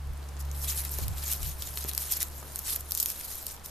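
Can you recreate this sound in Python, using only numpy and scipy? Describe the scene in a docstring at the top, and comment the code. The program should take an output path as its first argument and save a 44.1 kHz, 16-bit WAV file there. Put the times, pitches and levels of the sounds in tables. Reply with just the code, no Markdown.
"""A far motor hums under the hiss of open air, and soft puffs of air rumble on the microphone.
Close by, onions are plaited onto a hanging string: each twist drags dry tops over papery husks.
The rustle is a rush of tiny damped rings over sliding noise; single skins snap in short noise bursts.
Stiff flakes also ring, and now and then two bulbs knock together in a heavily damped thud.
The motor is two sine waves; air and rumble are coloured noise; a short echo follows the onions."""
import sys
import numpy as np
from scipy import signal
from scipy.fft import rfft, irfft, next_fast_len
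from scipy.io import wavfile
from scipy.ndimage import uniform_filter1d, map_coordinates

SR = 44100
rng = np.random.default_rng(int(sys.argv[2]) if len(sys.argv) > 2 else 0)


def to_wav(s):
    """Save 16-bit WAV."""
    ch = np.atleast_2d(s).T  # columns
    pcm = np.round(np.clip(ch, -1, 1) * 32767)  # PCM
    wavfile.write(sys.argv[1], SR, pcm.astype(np.int16))


N = 163170  # length in samples


def amp(db):
    """Turn decibels into a gain."""
    return 10 ** (np.asarray(db) / 20)


def unit(x):
    """Scale to an average (rms) level of 1."""
    return x / np.sqrt(np.mean(x ** 2) + 1e-20)


def along(points, hz):
    """Read values between (frequency, value) points, spaced by pitch (log frequency)."""
    f, v = np.transpose(points)
    return np.interp(np.log(hz + 1), np.log(f + 1), v)


def clock():
    """Time of every sample, in seconds."""
    return np.arange(N) / SR


def level_over_time(points):
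    """Gain of every sample, from (time [s], level [dB]) points joined by straight lines."""
    return amp(np.interp(clock(), *np.transpose(points)))


def wobble(rate):
    """A smooth random curve with rate random points a second."""
    knots = rng.standard_normal(int(N * rate / SR) + 4)
    return map_coordinates(knots, [clock() * rate])


def coloured(x, points):
    """Make each frequency louder or softer, following (frequency [Hz], level [dB]) points."""
    n = x.shape[-1]
    m = next_fast_len(n + n // 2)
    gain = amp(along(points, np.fft.rfftfreq(m, 1 / SR)))
    return irfft(rfft(x, m) * gain, m)[..., :n]


def stereo(mid, side, side_gain):
    """Left and right share mid; side pushes them apart."""
    return np.array([mid + side_gain * side, mid - side_gain * side])


def noise(points, side_db):
    """Steady coloured stereo noise of rms 1."""
    mid, side = coloured(rng.standard_normal((2, N)), points)
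    return unit(stereo(mid, side, amp(side_db)))


def add(track, s, sound):
    """Mix a sound into the track, starting at s seconds."""
    start = max(round(s * SR), 0)
    part = track[:, start:][:, :sound.shape[-1]]
    part += sound[..., :part.shape[1]]


# Colour of the open air: (frequency [Hz], level [dB])
AIR_COLOUR = [(40, 10.5), (150, -0.5), (500, -3), (850, -2), (1300, -5), (2200, -11.5), (3600, -14),
              (10000, -17.5)]
# Loudness of the open air: (time [s], level [dB])
AIR_LEVEL = [(0, -50), (.4, -47), (1.1, -46), (1.55, -48), (2.2, -47.5), (3.7, -49)]


def open_air():
    """The outdoor hiss: wide coloured noise whose level drifts slowly."""
    return level_over_time(AIR_LEVEL) * noise(AIR_COLOUR, side_db=-5.5)


# Puffs of air on the microphone: (time of the peak [s], level [dB], half length [s])
PUFFS = [(0.101, -41, 0.046), (1.07, -33, 0.078), (1.452, -36.5, 0.049), (1.61, -47, 0.091)]
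# Colour of the rumble, mostly deep bass: (frequency [Hz], level [dB])
RUMBLE_COLOUR = [(20, -3.5), (35, 5), (60, -3), (105, -1.5), (160, -10), (300, -29.5), (1000, -84)]
RUMBLE_DB = -59  # steady rumble under the puffs


def mic_rumble():
    """Air pushing on the microphone: bass noise that swells and fades smoothly with each puff."""
    t = clock()
    gain = amp(RUMBLE_DB)
    for s, db, half in PUFFS:
        gain = gain + amp(db) * np.exp(-((t - s) / half) ** 2)
    return gain * noise(RUMBLE_COLOUR, side_db=-3.0)


# Loudness of the far motor: (time [s], level [dB])
HUM_LEVEL = [(0, -35), (.33, -38.5), (.45, -32), (.8, -35.5), (1.5, -37.5), (1.66, -44), (1.85, -37),
             (2.1, -45), (2.35, -41.5), (2.6, -48), (2.82, -42.5), (3.05, -51), (3.7, -51)]
# The motor's note and its overtone: (multiple of the base pitch [-], level [dB])
HUM_ORDERS = [(1, -1.5), (2, -15.5)]
HUM_HZ, HUM_RISE_HZ_PER_S = 69.6, 0.449  # starting pitch, and how fast it creeps up


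def hum():
    """A far motor: a low note with one weak overtone, creeping up in pitch."""
    # Adding up a changing pitch gives a smoothly running phase
    phase = 2 * np.pi * np.cumsum(HUM_HZ + HUM_RISE_HZ_PER_S * clock()) / SR
    tone = np.zeros(N)
    for multiple, db in HUM_ORDERS:
        tone += amp(db) * np.sin(multiple * phase + rng.uniform(0, 2 * np.pi))
    return np.sqrt(2) * tone * level_over_time(HUM_LEVEL)


# How long the echo takes to fall by 60 dB: (frequency [Hz], fall time [s])
YARD_FALL = [(200, 0.2), (2000, 0.11), (12000, 0.025)]
YARD_DB = -10  # echo against the direct sound


def yard(x):
    """A short answer from the nearby wall and ground: fading noise, its treble dying first."""
    hz, t, z = signal.stft(rng.standard_normal((2, SR // 4)), SR, nperseg=256)
    fade = amp(-60 * t / along(YARD_FALL, hz)[:, None])
    tail = signal.istft(z * fade, SR, nperseg=256)[1]
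    return signal.fftconvolve(x, tail / np.linalg.norm(tail[0]), axes=1)[:, :N]


# Bulbs knocking together: (time [s], level [dB], pitch [Hz], contact time [s])
KNOCKS = [(0.9899, -19, 544, 0.00096), (1.8485, -25, 232, 0.00012), (2.428, -24, 895, 0.00061)]
KNOCK_CYCLES = 1.8  # swings in which the thud falls by 60 dB


def knocks():
    """Firm bulbs meet in one heavily damped thud; the longer the contact, the duller it is."""
    out, t = np.zeros((2, N)), np.arange(SR // 32) / SR
    for s, db, hz, contact in KNOCKS:
        thud = np.cos(2 * np.pi * hz * t) * amp(-60 * t * hz / KNOCK_CYCLES)
        push = np.sin(np.pi * np.minimum(t / contact, 1)) ** 2
        add(out, s, amp(db) * np.convolve(thud, push / push.sum()))
    return out


RAREST = .025  # share of fractures that reach the largest size


def fractures(rate, low_hz, high_hz, cycles, spread_db, scatter, count=30000, size=96):
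    """Tiny damped rings at random moments, each with its own pitch, size and left-right phase."""
    draws = rng.random((count, 4))[:int(rate * N / SR)]
    when, pitch, strength, phase = draws.T[..., None]
    turn = scatter * rng.standard_normal((count, 1))[:len(when)]
    hz, k = low_hz + (high_hz - low_hz) * pitch, np.arange(size)
    size_db = -spread_db * np.log(np.maximum(strength, RAREST))  # a few are much larger
    fade = amp(size_db - 60 * k / SR * hz / cycles) * hz  # higher rings start louder
    at = ((when * N).astype(int) + k).ravel()
    ports = []
    for side in (-1, 1):
        ring = fade * np.sin(2 * np.pi * (hz * k / SR + phase) + side * turn)
        ports.append(np.bincount(at, ring.ravel(), N + size)[:N])
    return np.array(ports)


STRAY_DB = -59  # level of the loose skins


def strays():
    """Loose skins settle and tick faintly, also between the strokes."""
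    ticks = fractures(rate=40, low_hz=2980, high_hz=13300, cycles=7.9, spread_db=2.0, scatter=1.0)
    return amp(STRAY_DB) * unit(ticks)


def burst(colour, t60):
    """A short stereo puff of noise that starts almost at once and falls 60 dB in t60 seconds."""
    t = np.arange(SR // 32) / SR
    fade = amp(-60 * t / t60)
    onset = 1 - np.exp(-t / .0001)
    mid, side = rng.standard_normal((2, len(t))) * fade * onset
    return unit(coloured(stereo(mid, side, .5), colour)) * np.sqrt(np.mean(fade ** 2))


# Colour of a snap, bright: (frequency [Hz], level [dB])
SNAP_COLOUR = [(500, -33), (2000, -22), (5000, -7.5), (9000, -3), (12500, 3), (15000, 3)]
SPLINTER_DB, SPLINTER_T60 = -15, .012  # splintering after a break: level against it, 60 dB fall [s]


def tick(t60):
    """One break: a bright noise burst with a softer spray of splinters in the husk colour."""
    return burst(SNAP_COLOUR, t60) + amp(SPLINTER_DB) * burst(HUSK_COLOUR, SPLINTER_T60)


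# Thin skins tearing in a short crunch: (time [s], level [dB], time to fall by 60 dB [s])
SNAPS = [(0.694, -27, 0.015), (0.8505, -20.5, 0.0059), (0.9391, -22.5, 0.009), (0.9864, -16.5, 0.0031),
         (1.3263, -14, 0.0039), (1.334, -12.5, .004), (1.362, -26, .002), (1.8412, -18, 0.0036),
         (1.8843, -32, 0.0055), (1.9346, -18.5, .003), (2.013, -21, 0.0023), (2.1225, -14, 0.0079),
         (2.205, -17, .005), (2.2207, -12.5, 0.003), (2.229, -11, 0.0063), (2.5908, -20, 0.012),
         (2.7336, -20, 0.007), (2.808, -23, .004), (2.9095, -14.5, 0.0023), (2.932, -28, 0.0059),
         (2.9502, -15, .007), (2.9746, -16, 0.017), (3, -14, 0.039), (3.0285, -11, 0.006),
         (3.1012, -17, 0.011), (3.4665, -14.5, 0.0059), (3.6597, -24, 0.0087)]


def snaps():
    """Thin skins tear, each in a tick of its own length."""
    out = np.zeros((2, N))
    for s, db, t60 in SNAPS:
        add(out, s, amp(db) * tick(t60))
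    return out


# Stiff flakes cracking: (time [s], tick level [dB], pitch [Hz], ring level over the tick [dB])
CRACKS = [(0.241, -42.5, 4570, 1), (0.5148, -25.5, 6730, -1), (.894, -26.5, 9500, 6),
          (1.0817, -15.5, 3540, -16), (1.1828, -24, 3830, -7), (1.4307, -16, 3800, -10),
          (1.6228, -12, 3700, -14), (1.7741, -17.5, 4100, -1.5), (1.914, -24.5, 3950, -1),
          (1.9497, -13, 5300, -18), (1.978, -6.5, 5100, -8), (2.559, -15.5, 9800, -1.5),
          (2.7615, -15, 13100, 8.5), (2.9202, -8.5, 5400, -14), (3.0594, -9.5, 6460, -6)]
CRACK_T60, FLAKE_CYCLES = .0018, 14  # 60 dB fall of the break [s], and of the ring [swings]


def cracks():
    """Stiff flakes break with a tick and ring for a moment at their own pitch."""
    out, t = np.zeros((2, N)), np.arange(SR // 32) / SR
    for s, db, hz, ring_db in CRACKS:
        ring = np.sin(2 * np.pi * hz * t) * amp(ring_db - 60 * t * hz / FLAKE_CYCLES)
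        add(out, s, amp(db) * (tick(CRACK_T60) + ring))
    return out


def patchy(x, depth_db):
    """Each scrap of skin has its own colour: a random gain over pitch and time."""
    z = signal.stft(x, nperseg=256)[2]
    field = rng.standard_normal(z.shape[1:])
    field = uniform_filter1d(field, size=9, axis=0)  # smooth over pitch
    field = uniform_filter1d(field, size=7, axis=1)  # smooth over time
    return unit(signal.istft(z * amp(depth_db * unit(field)), nperseg=256)[1][:, :N])


# Twists and rubs of the dry tops:
# (time of the peak [s], level [dB], rise [s], fall [s], thick stalks against that level [dB])
STROKES = [(.405, -43, 0.011, 0.018, -18), (0.649, -37.5, 0.081, 0.024, -18),
           (0.699, -31.5, 0.035, 0.049, -10), (0.784, -34.5, 0.029, 0.039, -10),
           (.855, -37.5, 0.02, 0.019, -6), (.945, -40.5, 0.099, 0.068, -22),
           (1.002, -38.5, 0.069, 0.067, -5.5), (1.18, -48.5, 0.065, 0.019, -1.5),
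           (1.322, -32.5, 0.11, 0.044, -9), (1.462, -38, 0.097, 0.078, -9.5),
           (1.628, -37, 0.036, 0.085, -9.5), (1.785, -36.5, 0.054, 0.097, -9.5),
           (1.89, -29, 0.01, 0.012, -11), (2.05, -36, 0.089, 0.18, -10), (2.127, -29, 0.02, 0.019, -14),
           (2.171, -33, .03, 0.01, -9.5), (2.216, -30, 0.012, 0.017, -5.5), (2.399, -47, 0.093, 0.12, -17),
           (2.59, -41, 0.091, 0.025, -12), (2.699, -30, 0.055, 0.068, -12.5), (3.002, -34, 0.091, 0.1, -26),
           (3.099, -35, 0.024, 0.019, -13), (3.18, -38, 0.07, 0.054, -9.5), (3.329, -37, 0.094, 0.1, -12.5),
           (3.477, -40, 0.052, 0.067, -13), (3.667, -43.5, 0.027, 0.2, -29)]
# Colour of the papery husks: (frequency [Hz], level [dB])
HUSK_COLOUR = [(500, -18), (2000, -22.5), (3500, -7), (5500, -3), (8000, -2.5), (10500, -0.5), (13000, 3.5),
               (15000, -5)]
# Colour of the thick stalks: (frequency [Hz], level [dB])
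STALK_COLOUR = [(200, -26), (700, -12), (1500, 2), (2200, 2.5), (6000, 1), (12000, 0)]
STROKE_DROP_DB = 9  # fall in level over one rise or fall time
HUSK_DB, STALK_DB, SCRAPE_DB = -1, -2.5, -7  # fine fractures, coarse fractures, smooth sliding


def rustle():
    """Each stroke swells and lets go; husks and stalks break in clumps as they stick and slip."""
    t, fine, coarse = clock(), np.zeros(N), np.zeros(N)
    for s, db, rise, fall, body_db in STROKES:
        distance = np.abs((t - s) / np.where(t < s, rise, fall))
        power = amp(db - STROKE_DROP_DB * distance ** 1.57) ** 2
        fine += power
        coarse += power * amp(body_db) ** 2
    slip = amp(1.94 * wobble(60) + 1.54 * wobble(450))  # slow and fast flutter, in dB
    husk = fractures(rate=3000, low_hz=2660, high_hz=15550, cycles=10, spread_db=2.5, scatter=0.71)
    husk = patchy(coloured(husk, HUSK_COLOUR), depth_db=3.5)
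    stalk = fractures(rate=2600, low_hz=695, high_hz=6600, cycles=2.5, spread_db=0.1, scatter=0.13)
    stalk = patchy(coloured(stalk, STALK_COLOUR), depth_db=2.5)
    scrape = noise(HUSK_COLOUR, side_db=-15.5)
    papery = np.sqrt(fine) * (amp(HUSK_DB) * husk + amp(SCRAPE_DB) * scrape)
    thick = np.sqrt(coarse) * amp(STALK_DB) * stalk
    return slip * (papery + thick)


LEAN_DB = 0.1  # onions: left raised and right lowered by this much


def scene():
    """The onions and their echo in front of the hum and the open air."""
    onions = rustle() + strays() + snaps() + cracks() + knocks()
    onions = onions * amp([[LEAN_DB], [-LEAN_DB]])
    return onions + amp(YARD_DB) * yard(onions) + hum() + open_air() + mic_rumble()


# Top edge of the sound: (frequency [Hz], level [dB])
TOP_EDGE = [(14200, 0), (14500, -20), (15500, -36)]
TOP_HZ = 15500  # nothing passes from here up


def record(dry):
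    """Top edge of the sound: level falls steeply above 14.2 kHz, nothing above 15.5 kHz."""
    m = next_fast_len(N + SR // 2)
    spectrum = rfft(coloured(dry, TOP_EDGE), m)
    return irfft(spectrum * (np.fft.rfftfreq(m, 1 / SR) < TOP_HZ), m)[:, :N]


dry = scene()
out = record(dry)
to_wav(out)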